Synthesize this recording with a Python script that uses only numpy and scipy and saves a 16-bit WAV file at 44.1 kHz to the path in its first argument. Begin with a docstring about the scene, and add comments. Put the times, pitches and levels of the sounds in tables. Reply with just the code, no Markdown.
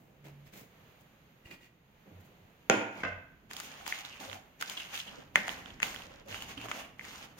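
"""Salt and a whisk in a steel bowl

In a quiet tiled kitchen, fingers sprinkle salt and pinch more from a plate, which rings softly.
A sleeve or the plate shifts with a dull thump, then the plate is set down with a thud and a chink.
A wire whisk knocks the rim of a steel bowl, then ploughs through flour and chopped vegetables,
clicking and squeaking on the steel. The room answers every hit with a short echo."""
import sys
import numpy as np
from scipy import signal
from scipy.fft import rfft, irfft, next_fast_len
from scipy.io import wavfile
from scipy.ndimage import uniform_filter1d

SR = 44100
rng = np.random.default_rng(int(sys.argv[2]) if len(sys.argv) > 2 else 0)


def pcm_store(signal):
    """Save signal as 16-bit PCM."""
    levels = np.round(np.clip(np.atleast_2d(signal), -1, 1) * 32767)
    wavfile.write(sys.argv[1], SR, levels.astype(np.int16).T)


N = 326061

# Low noise through table and floor. 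Each row: time in seconds, level in dB.
RUMBLE_LEVELS = [(0.0, -71), (0.43, -62), (0.68, -70.5), (1.25, -67), (2.36, -69), (2.65, -66.5),
                 (2.94, -72), (3.02, -55.5), (3.29, -63.5), (4.4, -66), (4.73, -68.5), (5.72, -55),
                 (6.25, -60), (6.52, -55.5), (6.79, -61), (7.39, -61)]
# Low hums and soft thuds. Each row: start in seconds, level in dB, pitch in Hz, length in seconds.
HUMS = [(.14, -52, 142.6, 0.41), (1.454, -48, 75, 0.013), (2.101, -51, 92.6, 0.15),
        (2.402, -57.5, 90, 0.081), (3.044, -47.5, 92.5, 0.19), (4.249, -52.5, 98.6, 0.16),
        (6.28, -49, 100, 0.095), (6.554, -52.5, 114.7, 0.18), (6.568, -42, 274, 0.035)]

# Hand movements. Each row: start and length in seconds, levels of the middle, dull and bright parts
# in dB, drift of the middle part over the length in dB.
HAND_RUSTLES = [(0.0, 0.18, -89, -60, -75.5, -4), (.25, 0.053, -64, -55, -68, -1),
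                (.465, 0.023, -68, -66, -71, -2), (.535, 0.066, -62, -58, -61.5, -2.5),
                (.575, 0.063, -61, -52.5, -52, -7), (1.01, 0.017, -84, -72, -68.5, -7),
                (2.07, 0.38, -86.5, -56.5, -93, -15.5), (2.21, 0.011, -94, -80, -66.5, -7),
                (2.243, .012, -94, -80, -76, 2.5), (2.42, 0.091, -82.5, -67, -87, 0.5)]  # fingers rub salt, and a sleeve or the plate shifts with a dull thump
PINCHES = [(1.458, 0.028, -61, -64, -71, 0), (1.51, 0.031, -54, -57, -65, -0.5),
           (1.61, 0.05, -62, -81, -73, -0.5)]  # fingers pinch salt off the plate
WHISK_STROKES = [(2.93, 0.15, -64.5, -51, -65.5, -1.5), (3.508, 0.14, -58, -57.5, -58, 4),
                 (3.66, 0.23, -59.5, -64.5, -68, 4), (3.864, 0.31, -50, -62, -49, -9.5),
                 (4.2, 0.14, -57.5, -55.5, -58.5, 2), (4.606, 0.33, -51.5, -60, -52.5, -3.5),
                 (4.94, 0.058, -50.5, -81, -55, 2.5), (5.06, 0.17, -60.5, -59.5, -68.5, -2),
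                 (5.358, 0.16, -51.5, -44, -50, -9.5), (5.47, 0.37, -54, -52.5, -51.5, -14),
                 (5.828, 0.37, -49.5, -52, -47, -15), (6.262, 0.017, -73, -69, -69.5, -4),
                 (6.285, 0.24, -53.5, -54, -55, -1.5), (6.575, 0.085, -60.5, -51, -61, 1),
                 (6.69, 0.11, -53, -49.5, -51.5, -0.5), (6.81, 0.06, -59, -57, -60, -4),
                 (6.985, 0.05, -72, -62, -67.5, 3.5), (7.045, 0.2, -57, -57.5, -56.5, -1.5),
                 (7.365, 0.02, -95, -64, -76, 10)]
# Single blows. Each row: time in seconds, strength in dB (each part of the sound adds its own offset).
NAIL_TAPS = [(1.456, -44), (1.5103, -38), (1.6306, -46.5)]
PLATE_LANDINGS = [(2.6978, -8)]
RIM_KNOCKS = [(3.033, -15.5), (3.048, -18)]
# Wires skid on steel. Each row: start and length in seconds, level in dB, first and last pitch in Hz.
WIRE_SKIDS = [(2.992, 0.035, -48, 2110, 2060), (4.094, 0.13, -54, 2950, 2476), (3.8, 0.29, -57, 779, 777),
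              (4.262, 0.058, -50, 539, 557), (4.303, 0.096, -52, 777, 779), (4.631, 0.22, -62, 777, 780),
              (4.77, 0.02, -38.5, 3057, 3010), (4.795, 0.02, -40.5, 2880, 2800),
              (4.815, 0.014, -41.5, 2820, 2780), (4.936, 0.04, -55, 3040, 3240),
              (4.989, .03, -44, 3205, 2860), (5.014, 0.047, -53, 2750, 2750),
              (5.07, 0.044, -50, 3130, 2855), (5.11, 0.17, -58, 259.7, 262), (5.118, 0.18, -58.5, 515, 472),
              (6.04, 0.22, -58.5, 580, 506), (6.253, 0.1, -53.5, 568, 557),
              (6.316, 0.16, -49.5, 2930, 2830), (6.572, 0.072, -45, 2850, 2770),
              (6.716, 0.18, -53, 2750, 2650), (7.041, 0.055, -53, 2068, 2070)]
# Wires strike the bowl. Each row: time in seconds, clack level in dB, pitch in Hz, snap and crunch
# in dB above the clack, left minus right in dB.
WIRE_CLICKS = [(3.511, -40, 1560, -2, 8.5, 3), (3.533, -41, 2060, 6.5, -3, 2),
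               (3.566, -33.5, 3060, -0.5, -8, -8), (3.6, -41, 1520, 10.5, -2, 4),
               (3.605, -36, 1950, -6, 0, 12), (3.864, -39.5, 855, -2, 11.5, 7),
               (3.877, -40, 840, 12, 7, -4), (3.924, -19.5, 2020, -31, -9.5, 2),
               (3.987, -40, 3000, -1, -12, -1), (4.05, -34, 3700, -13, -19, -4),
               (4.202, -39, 3870, -6, -19, 2), (4.298, -35, 3300, -22, -3, -4),
               (4.314, -42.5, 1700, -20, 7, -3), (4.329, -35, 3270, -24, 2, -6),
               (4.611, -38.5, 2980, 10.5, 6.5, 2), (4.624, -29.5, 1320, 0.5, 6, -2),
               (4.697, -30, 3300, 0.5, -16, 7.5), (4.774, -32, 3060, -29, -14, 5),
               (4.954, -30, 3240, -25, -11, 9.5), (4.976, -31, 3320, -14, -5, -5),
               (5.002, -27, 3260, -28, -20, -2), (5.075, -54, 3100, -17, -16, -2),
               (5.357, -7.5, 1970, -20.5, -0.5, 1), (5.48, -33, 760, -2, 9, 6.5),
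               (5.492, -28, 3120, -20, -5, -10), (5.659, -39.5, 3040, -32, -6, -12.5),
               (5.704, -39, 2960, -21, -7, -1), (5.801, -30.5, 1890, -22, -1, 6),
               (5.82, -39, 1790, -7, 2, 12), (5.829, -14.5, 2410, -14.5, -5, 4),
               (5.945, -36.5, 1850, -1, -3, 5), (5.961, -34, 3080, -14, -3, -9),
               (6.02, -38.5, 3020, -9, -6, -1), (6.31, -40, 1790, -24, -6, -7),
               (6.344, -34, 2670, -13.5, 4, -6.5), (6.326, -38, 2880, -20, -6, -5),
               (6.422, -32.5, 2880, -6, -1, 0), (6.577, -37, 2800, -22, -17, -9),
               (6.614, -38, 2650, -6, -7, 0), (6.685, -42, 1030, -18, 11.5, -8),
               (6.714, -29, 1360, -22, 6, -1), (6.717, -29, 2220, -15, -15, 4),
               (6.994, -31, 2060, -30, -8, 1), (7.01, -38, 1990, -24, -14, 10),
               (7.05, -42, 2000, -3, -8, 11)]

# The notes struck things ring with. 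Each row: pitch in Hz, relative level in dB, seconds to fade
# by 60 dB (ring() divides this by its damping).
HELD_PLATE_NOTES = [(1950, 3, 0.19), (2456, -0.5, 0.34), (2810, 7, 0.12), (349, 2.5, 0.12),
                    (4650, -6.5, 0.15)]
PLATE_ON_TABLE_NOTES = [(118, -11, .6), (209, -4, .35), (240, -2, .3), (301, 1, .4), (350, -4, .4),
                        (368, -3, .45), (455, -6, .45), (550, -3, .5), (665, -10, .6), (780, -1, .45),
                        (907, -5, .55), (991, -7, .4), (1400, 0, .4), (1453, 1, .5), (1572, -10, .5),
                        (1720, -12, .3), (1900, -7, .28), (2229, -9, .4), (2400, -5, .5), (2460, -6, .5),
                        (2552, -8, .45), (2700, -10, .4), (3257, -13, .4)]
BOWL_NOTES = [(231, -6, .3), (511, -8, .36), (608, -13, .4), (689, -10, .55), (1050, -12, .4),
              (1230, -4, .25), (1507, -3, .4), (1567, -2, .42), (1836, -8, .28), (2040, -8, .4),
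              (2099, -4, .4), (2600, -14, .45), (2719, -13, .26)]

# Tone colours of the noises. Each row: frequency in Hz, relative level in dB.
HUSH_TONE = [(12, -26), (20, -31), (153, -1), (316, -13.5), (481, -8.5), (1110, -14), (1350, -14.5),
             (2790, -15.5), (5590, -31.5), (6610, -26), (7820, -40), (9500, -31), (10900, -53),
             (12200, -24), (15700, -32)]
SALT_TONE = [(76, -33.5), (130, 1), (354, -12.5), (562, -12), (609, -13), (1180, -21.5), (2160, -12),
             (4440, -22), (5640, -21.5), (6500, -21), (11200, -25), (12300, -18), (15700, -14.5)]
THUD_TONE = [(88, -54), (150, -17), (453, -2), (1170, -13.5), (1450, -8.5), (1730, -12.5), (2410, -11),
             (3400, -18), (3900, -29), (5650, -25.5), (6730, -29), (8010, -38.5), (12300, -42),
             (15500, -48)]
FOOD_TONE = [(76, -33), (180, -3), (279, 0), (334, -7.5), (780, -1.5), (1100, -4.5), (2200, -1), (2900, -1),
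             (3450, -5.5), (4000, -11.5), (5530, -13), (6630, -10), (7630, -21.5), (9510, -16.5),
             (11200, -34.5), (12300, -14.5), (15700, -20.5)]
SNAP_TONE = [(2350, -10), (4000, -6), (5160, -1), (5880, -24), (6590, -3), (7990, -12), (9910, -8),
             (11200, -19), (15500, -9.5)]
CRUNCH_TONE = [(150, -77), (250, -26), (1420, -8), (2040, -9), (3450, -14.5), (4130, -36), (6000, -33),
               (6670, -22), (7750, -36), (9000, -29), (11700, -84), (19800, -120)]

# The kitchen's echo. Each row: frequency in Hz, seconds to fade by 60 dB.
ROOM_FADE = [(100, 0.25), (500, 0.56), (2000, 0.7), (5000, 0.43), (8000, 0.42), (12000, 0.44)]
# How the two microphones differ. Each row: frequency in Hz, left minus right in dB.
MIC_BALANCE = [(60, -0.9), (400, -3), (1200, -3), (2500, -0.7), (5000, -6), (6000, 3), (6700, 13),
               (7800, 3), (11000, 2.5), (15000, -5.5)]
# How alike left and right are. 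Each row: frequency in Hz, likeness from 0 (unrelated) to 1 (the same).
MIC_LIKENESS = [(25, 0.3), (60, 1), (300, 0.9), (700, 0.33), (1500, 0), (6000, 0)]

# How movements swell, fade and drift; sets of three are for the middle, dull and bright parts.
FINGER_RISE_DB_PER_S, FINGER_FALL_DB_PER_S = 1102, (403, 393.5, 398)
WHISK_RISE_DB_PER_S, WHISK_FALL_DB_PER_S = 1502, (255, 154, 302)
DRIFT_SHARES = (1.0, 0.86, 2.15)


def gain(db):
    """Turn decibels into a number to multiply by."""
    return 10 ** (np.asarray(db) / 20)


def unit(x):
    """Scale a sound to an average (rms) level of 1."""
    return x / np.sqrt(np.mean(x ** 2))


def unit_peak(x):
    """Scale a sound so its 24 biggest samples are near 1."""
    return x / np.sqrt(np.mean(np.sort(np.abs(x), axis=None)[-24:] ** 2))


def look_up(table, hz):
    """Read between a table's rows on a log frequency scale."""
    freqs, values = np.transpose(table)
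    return np.interp(np.log(hz + 1), np.log(freqs), values)


def add(out, start_s, sound):
    """Mix a stereo sound in at the given time."""
    i = int(start_s * SR)
    out[:, i:i + sound.shape[1]] += sound[:, :N - i]


def band(x, low_hz, high_hz):
    """Keep what lies between two frequencies."""
    return signal.sosfilt(signal.butter(2, [low_hz, high_hz], "bandpass", fs=SR, output="sos"), x)


def colour(x, tone):
    """Filter a sound to give it a tone colour."""
    cepstrum = irfft(np.log(gain(look_up(tone, np.fft.rfftfreq(2048, 1 / SR)))))
    cepstrum[1:1024] *= 2  # folded so that nothing sounds ahead of a hit
    cepstrum[1025:] = 0
    response = irfft(np.exp(rfft(cepstrum)))[:1024]
    return signal.fftconvolve(x, response.reshape((1,) * (x.ndim - 1) + (-1,)), axes=-1)[..., :x.shape[-1]]


def excite(x, response):
    """Let every sample of x set off a copy of the response."""
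    return signal.fftconvolve(x, response, axes=1)[:, :N]


def stereo(a, b):
    """Blend two noises into left and right, alike in the bass and unrelated in the treble."""
    hz = np.fft.rfftfreq(next_fast_len(N + SR), 1 / SR)
    likeness = np.clip(look_up(MIC_LIKENESS, hz), 0, 1)
    mid = rfft(a, 2 * len(hz) - 2) * np.sqrt((1 + likeness) / 2)
    side = rfft(b, 2 * len(hz) - 2) * np.sqrt((1 - likeness) / 2)
    return np.array([irfft(mid + side), irfft(mid - side)])[:, :len(a)]


def wander(per_s):
    """A smooth random curve that heads for a new value per_s times a second."""
    hold = int(SR / per_s)
    steps = np.repeat(rng.standard_normal(N // hold + 1), hold)
    return unit(uniform_filter1d(uniform_filter1d(steps, hold), hold)[:N])


def burst(fade_s):
    """Two tiny puffs of noise, each spread evenly over all pitches."""
    t = np.arange(512) / SR
    shape = t * np.exp(-t / fade_s)
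    x = rng.standard_normal((2, len(t)))
    for _ in range(3):  # each pass evens out the pitches more
        spectrum = rfft(x * shape)
        x = irfft(spectrum / np.abs(spectrum)) / (shape + shape.max() / 10) * shape.max()
    return np.pad(x * shape, ((0, 0), (0, 1536)))


def crack(tone, fade_s):
    """A hit with a tone colour, the same on both sides in the bass."""
    mid, side = burst(fade_s)
    side = signal.sosfilt(signal.butter(1, 600, "highpass", fs=SR, output="sos"), side)
    return unit_peak(colour(np.array([mid + side, mid - side]), tone))


def clack(hz, fade_s, width):
    """A hit with a rough pitch; it reaches the right microphone a little later."""
    x = band(burst(fade_s)[0], hz / width, hz * width)
    return unit_peak(np.array([x, np.roll(x, rng.integers(2, 9))]))


def ring(notes, damping, phase_spread, blur_hz):
    """A struck object's fading notes; two weaker tones close to each make it waver."""
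    hz, db, fade_s = np.transpose(notes)[:, :, None]
    t = np.arange(SR // 2) / SR
    phase = phase_spread * rng.uniform(-1, 1, (len(hz), 1)) * (1 - look_up(MIC_LIKENESS, hz))
    phase = np.array([phase, -phase])  # left and right
    below, above = blur_hz * rng.uniform(0.29, 1.53, (2, len(hz), 1))
    neighbours = (1, hz), (0.59, hz - below), (0.51, hz + above)
    tones = sum(size * np.sin(2 * np.pi * f * t + phase) for size, f in neighbours)
    tones *= gain(db - 60 * t * damping / fade_s)
    attack = np.minimum(t / 0.0034, 1)
    return tones.sum(axis=1) * attack / np.sqrt(np.sum(gain(db) ** 2))


def grains(tone, per_s, spread_db, hiss_db):
    """Countless small collisions of uneven size over a smooth hiss."""
    hits = rng.random((2, N)) < per_s / SR
    sizes = np.minimum(rng.exponential(size=(2, N)), 3.5)
    patter = unit(hits * gain(spread_db * sizes) * rng.standard_normal((2, N)))
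    hiss = gain(hiss_db) * rng.standard_normal((2, N))
    return unit(colour(stereo(*(patter + hiss)), tone))


def movement_levels(moves, rise_db_per_s, fall_db_per_s):
    """Middle, dull and bright level curves in dB: each move rises fast, drifts, then falls away."""
    t = np.arange(0, N / SR + .002, .002)
    start_s, length_s, *levels, drift_db = np.transpose(moves)[:, :, None]
    progress = np.clip((t - start_s) / length_s, 0, 1)
    before_s, after_s = np.maximum(start_s - t, 0), np.maximum(t - start_s - length_s, 0)
    curves = []
    for db, fall, share in zip(levels, fall_db_per_s, DRIFT_SHARES):
        move_db = db + share * drift_db * progress - rise_db_per_s * before_s - fall * after_s
        power = np.sum(gain(move_db) ** 2, axis=0)
        curves.append(np.interp(np.arange(N) / SR, t, 10 * np.log10(power + 1e-14)))
    return curves


def rustle(x, levels, flicker_db):
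    """Grain noise in three parts follows the level curves; they flicker together and a little alone."""
    middle_db, dull_db, bright_db = levels
    parts = ((band(x, 120, 1000), dull_db),
             (-band(x, 1000, 4500), middle_db),  # flipped so the parts add up where they overlap
             (band(x, 4500, 16000), bright_db))
    together = wander(45)
    return sum(unit(part) * gain(db + flicker_db * together + wander(25)) for part, db in parts)


def hush():
    """Air and distant house noise, gently rising and falling."""
    air = unit(colour(stereo(*rng.standard_normal((2, N))), HUSH_TONE))
    return air * gain(-64.5 + 2.4 * wander(4.2))


def rumble():
    """Low noise through table and floor, with soft hums that swell and fade."""
    noise = unit(band(stereo(*rng.standard_normal((2, N))), 25.5, 238))
    level_db = np.interp(np.arange(N) / SR, *np.transpose(RUMBLE_LEVELS))
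    out = noise * gain(level_db + 0.7 * wander(22))
    for start_s, db, hz, length_s in HUMS:
        t = np.arange(int(length_s * SR)) / SR
        hum = gain(db) * np.sin(np.pi * t / length_s) * np.sin(2 * np.pi * hz * t)
        add(out, start_s, np.array([hum, hum]))
    return out


def room_echo(x):
    """The walls answer after 6 ms with fading noise; the middle pitches last longest."""
    t, tail = np.arange(SR) / SR, 0
    for hz in 60 * 2 ** np.arange(0, 8.1, .5):
        noise = band(rng.standard_normal((2, SR)), hz / 2 ** .25, hz * 2 ** .25)
        tail = tail + noise * gain(-60 * t / look_up(ROOM_FADE, hz))
    tail = stereo(*(tail * (t > .006)))
    return excite(x.mean(axis=0, keepdims=True), tail / np.sqrt(np.sum(tail[0] ** 2)))


def hands_and_salt():
    """Rubbed salt patters, a sleeve or the plate shifts, and pinching salt off the plate makes it sing."""
    patter = grains(SALT_TONE, per_s=2500, spread_db=1.8, hiss_db=-1.4)
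    plate = ring(HELD_PLATE_NOTES, damping=0.87, phase_spread=0.63, blur_hz=24)
    rubbing = patter + gain(-7) * unit(excite(patter, plate))
    hands = movement_levels(HAND_RUSTLES, FINGER_RISE_DB_PER_S, FINGER_FALL_DB_PER_S)
    pinches = movement_levels(PINCHES, FINGER_RISE_DB_PER_S, FINGER_FALL_DB_PER_S)
    return rustle(patter, hands, flicker_db=1.2) + rustle(rubbing, pinches, flicker_db=0.81)


def nail_taps():
    """Nails tap the held plate. Gives the hits and the brief ringing separately."""
    hits, rings = np.zeros((2, 2, N))
    for start_s, db in NAIL_TAPS:
        add(rings, start_s, gain(db - 5) * ring(HELD_PLATE_NOTES, damping=2.7, phase_spread=1, blur_hz=52))
        add(hits, start_s, gain(db - 25) * crack(SALT_TONE, fade_s=0.00096))
    return np.array([hits, rings])


def plate_thud():
    """The plate lands and rings with the table top. Gives the hit and the ringing separately."""
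    hits, rings = np.zeros((2, 2, N))
    for start_s, db in PLATE_LANDINGS:
        add(hits, start_s, gain(db) * crack(THUD_TONE, fade_s=0.0012))
        notes = ring(PLATE_ON_TABLE_NOTES, damping=0.76, phase_spread=1.2, blur_hz=16)
        add(rings, start_s, gain(db - 15.5) * notes)
    return np.array([hits, rings])


def plate_chink(sizzle_s=0.5):
    """The plate's foot meets the table with a bright tick and a short sizzle."""
    out, t = np.zeros((2, N)), np.arange(SR // 4) / SR
    for start_s, db in PLATE_LANDINGS:
        add(out, start_s, gain(db - 10) * clack(6500, fade_s=0.00026, width=1.08))
        sizzle = unit(band(rng.standard_normal((2, len(t))), 6400, 7000))
        add(out, start_s, gain(db - 40 - 60 * t / sizzle_s) * sizzle)
    return out


def rim_knocks():
    """The whisk handle knocks the bowl's rim. Gives the hits and the ringing separately."""
    hits, rings = np.zeros((2, 2, N))
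    for start_s, db in RIM_KNOCKS:
        add(hits, start_s, gain(db - 11.5) * band(crack(THUD_TONE, fade_s=0.0031), 610, 5400))
        add(rings, start_s, gain(db - 13) * ring(BOWL_NOTES, damping=1.21, phase_spread=0.98, blur_hz=40.4))
    return np.array([hits, rings])


def food_ticks(stroke_db, per_s=30):
    """Wires hit small hard bits in random bunches, louder when the stroke is stronger."""
    out = np.zeros((2, N))
    bunching = gain(6 * wander(12))
    for hz in (1300, 2700, 4300):
        size_db = 7 + 3 * np.minimum(rng.exponential(size=N), 2.5)
        ticks = (rng.random(N) < bunching * per_s / SR) * gain(stroke_db + size_db)
        out += excite(ticks[None], clack(hz, fade_s=0.0004, width=1.4))
    return out


def wire_squeaks(width_share=0.2, waver_share=0.025):
    """Wires skid on steel in quick, uneven slips that sing a thin, wavering, gliding squeak."""
    out = np.zeros((2, N))
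    slips, waver = gain(3.5 * wander(90)), wander(40)
    for start_s, length_s, db, hz, end_hz in WIRE_SKIDS:
        i, t = int(start_s * SR), np.arange(int(length_s * SR)) / SR
        pitch = (hz + (end_hz - hz) * t / length_s) * (1 + waver_share * waver[i:i + len(t)])
        phase = 2 * np.pi * np.cumsum(pitch) / SR
        # slow noise times a tone makes a narrow band of noise that follows the pitch
        noise = rng.standard_normal((2, 2, len(t)))
        a, b = uniform_filter1d(noise, int(SR / (width_share * hz)), mode="wrap")
        squeak = unit((a * np.cos(phase) + b * np.sin(phase)) * slips[i:i + len(t)])
        swell = np.sqrt(np.sin(np.pi * np.sqrt(t / length_s)))
        add(out, start_s, gain(db) * squeak * swell)
    return out


def whisking():
    """Wires plough through flour and vegetables, rustling, ticking and squeaking."""
    food = grains(FOOD_TONE, per_s=900, spread_db=2.6, hiss_db=6.2)
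    levels = movement_levels(WHISK_STROKES, WHISK_RISE_DB_PER_S, WHISK_FALL_DB_PER_S)
    return rustle(food, levels, flicker_db=2.2) + food_ticks(levels[0]) + wire_squeaks()


def wire_clicks(shiver_s=0.24):
    """Wires strike the bowl with a clack, snap and crunch, then shiver; the held bowl rings faintly."""
    out, t = np.zeros((2, N)), np.arange(SR // 4) / SR
    for start_s, db, hz, snap_db, crunch_db, pan_db in WIRE_CLICKS:
        sides = gain(db + np.array([[pan_db], [-pan_db]]) / 2)
        add(out, start_s, sides * clack(hz, fade_s=0.000263, width=1.12))
        snap = gain(snap_db) * crack(SNAP_TONE, fade_s=0.00096)
        crunch = gain(crunch_db) * crack(CRUNCH_TONE, fade_s=0.000564)
        add(out, start_s, sides * (snap + crunch))
        shiver = unit(band(rng.standard_normal((2, len(t))), hz / 1.35, hz * 1.35))
        add(out, start_s, sides * gain(-25 - 60 * t / shiver_s) * shiver)
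    bowl = ring(BOWL_NOTES, damping=1.6, phase_spread=0.99, blur_hz=14.6)
    return out + gain(-51) * excite(out, bowl)


def scene():
    """Mix it all: blunt thuds fill the room most; rings, rustles and clicks less."""
    clicks = wire_clicks() + plate_chink()
    thuds, rings = plate_thud() + rim_knocks() + nail_taps()
    rustles = hands_and_salt() + whisking()
    echo = room_echo(gain(-13) * clicks + gain(-1) * thuds + gain(-9) * rings + gain(-8.5) * rustles)
    return clicks + thuds + rings + rustles + echo + rumble() + hush()


def record(dry):
    """A phone's two microphones differ in tone (the left rings near 7 kHz); the top treble is cut."""
    left = colour(dry[0], [(hz, db / 2) for hz, db in MIC_BALANCE])
    right = colour(dry[1], [(hz, -db / 2) for hz, db in MIC_BALANCE])
    treble_cut = signal.ellip(10, .2, 80, 15800, fs=SR, output="sos")
    return signal.sosfilt(treble_cut, np.array([left, right]))


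dry = scene()
out = record(dry)
pcm_store(out)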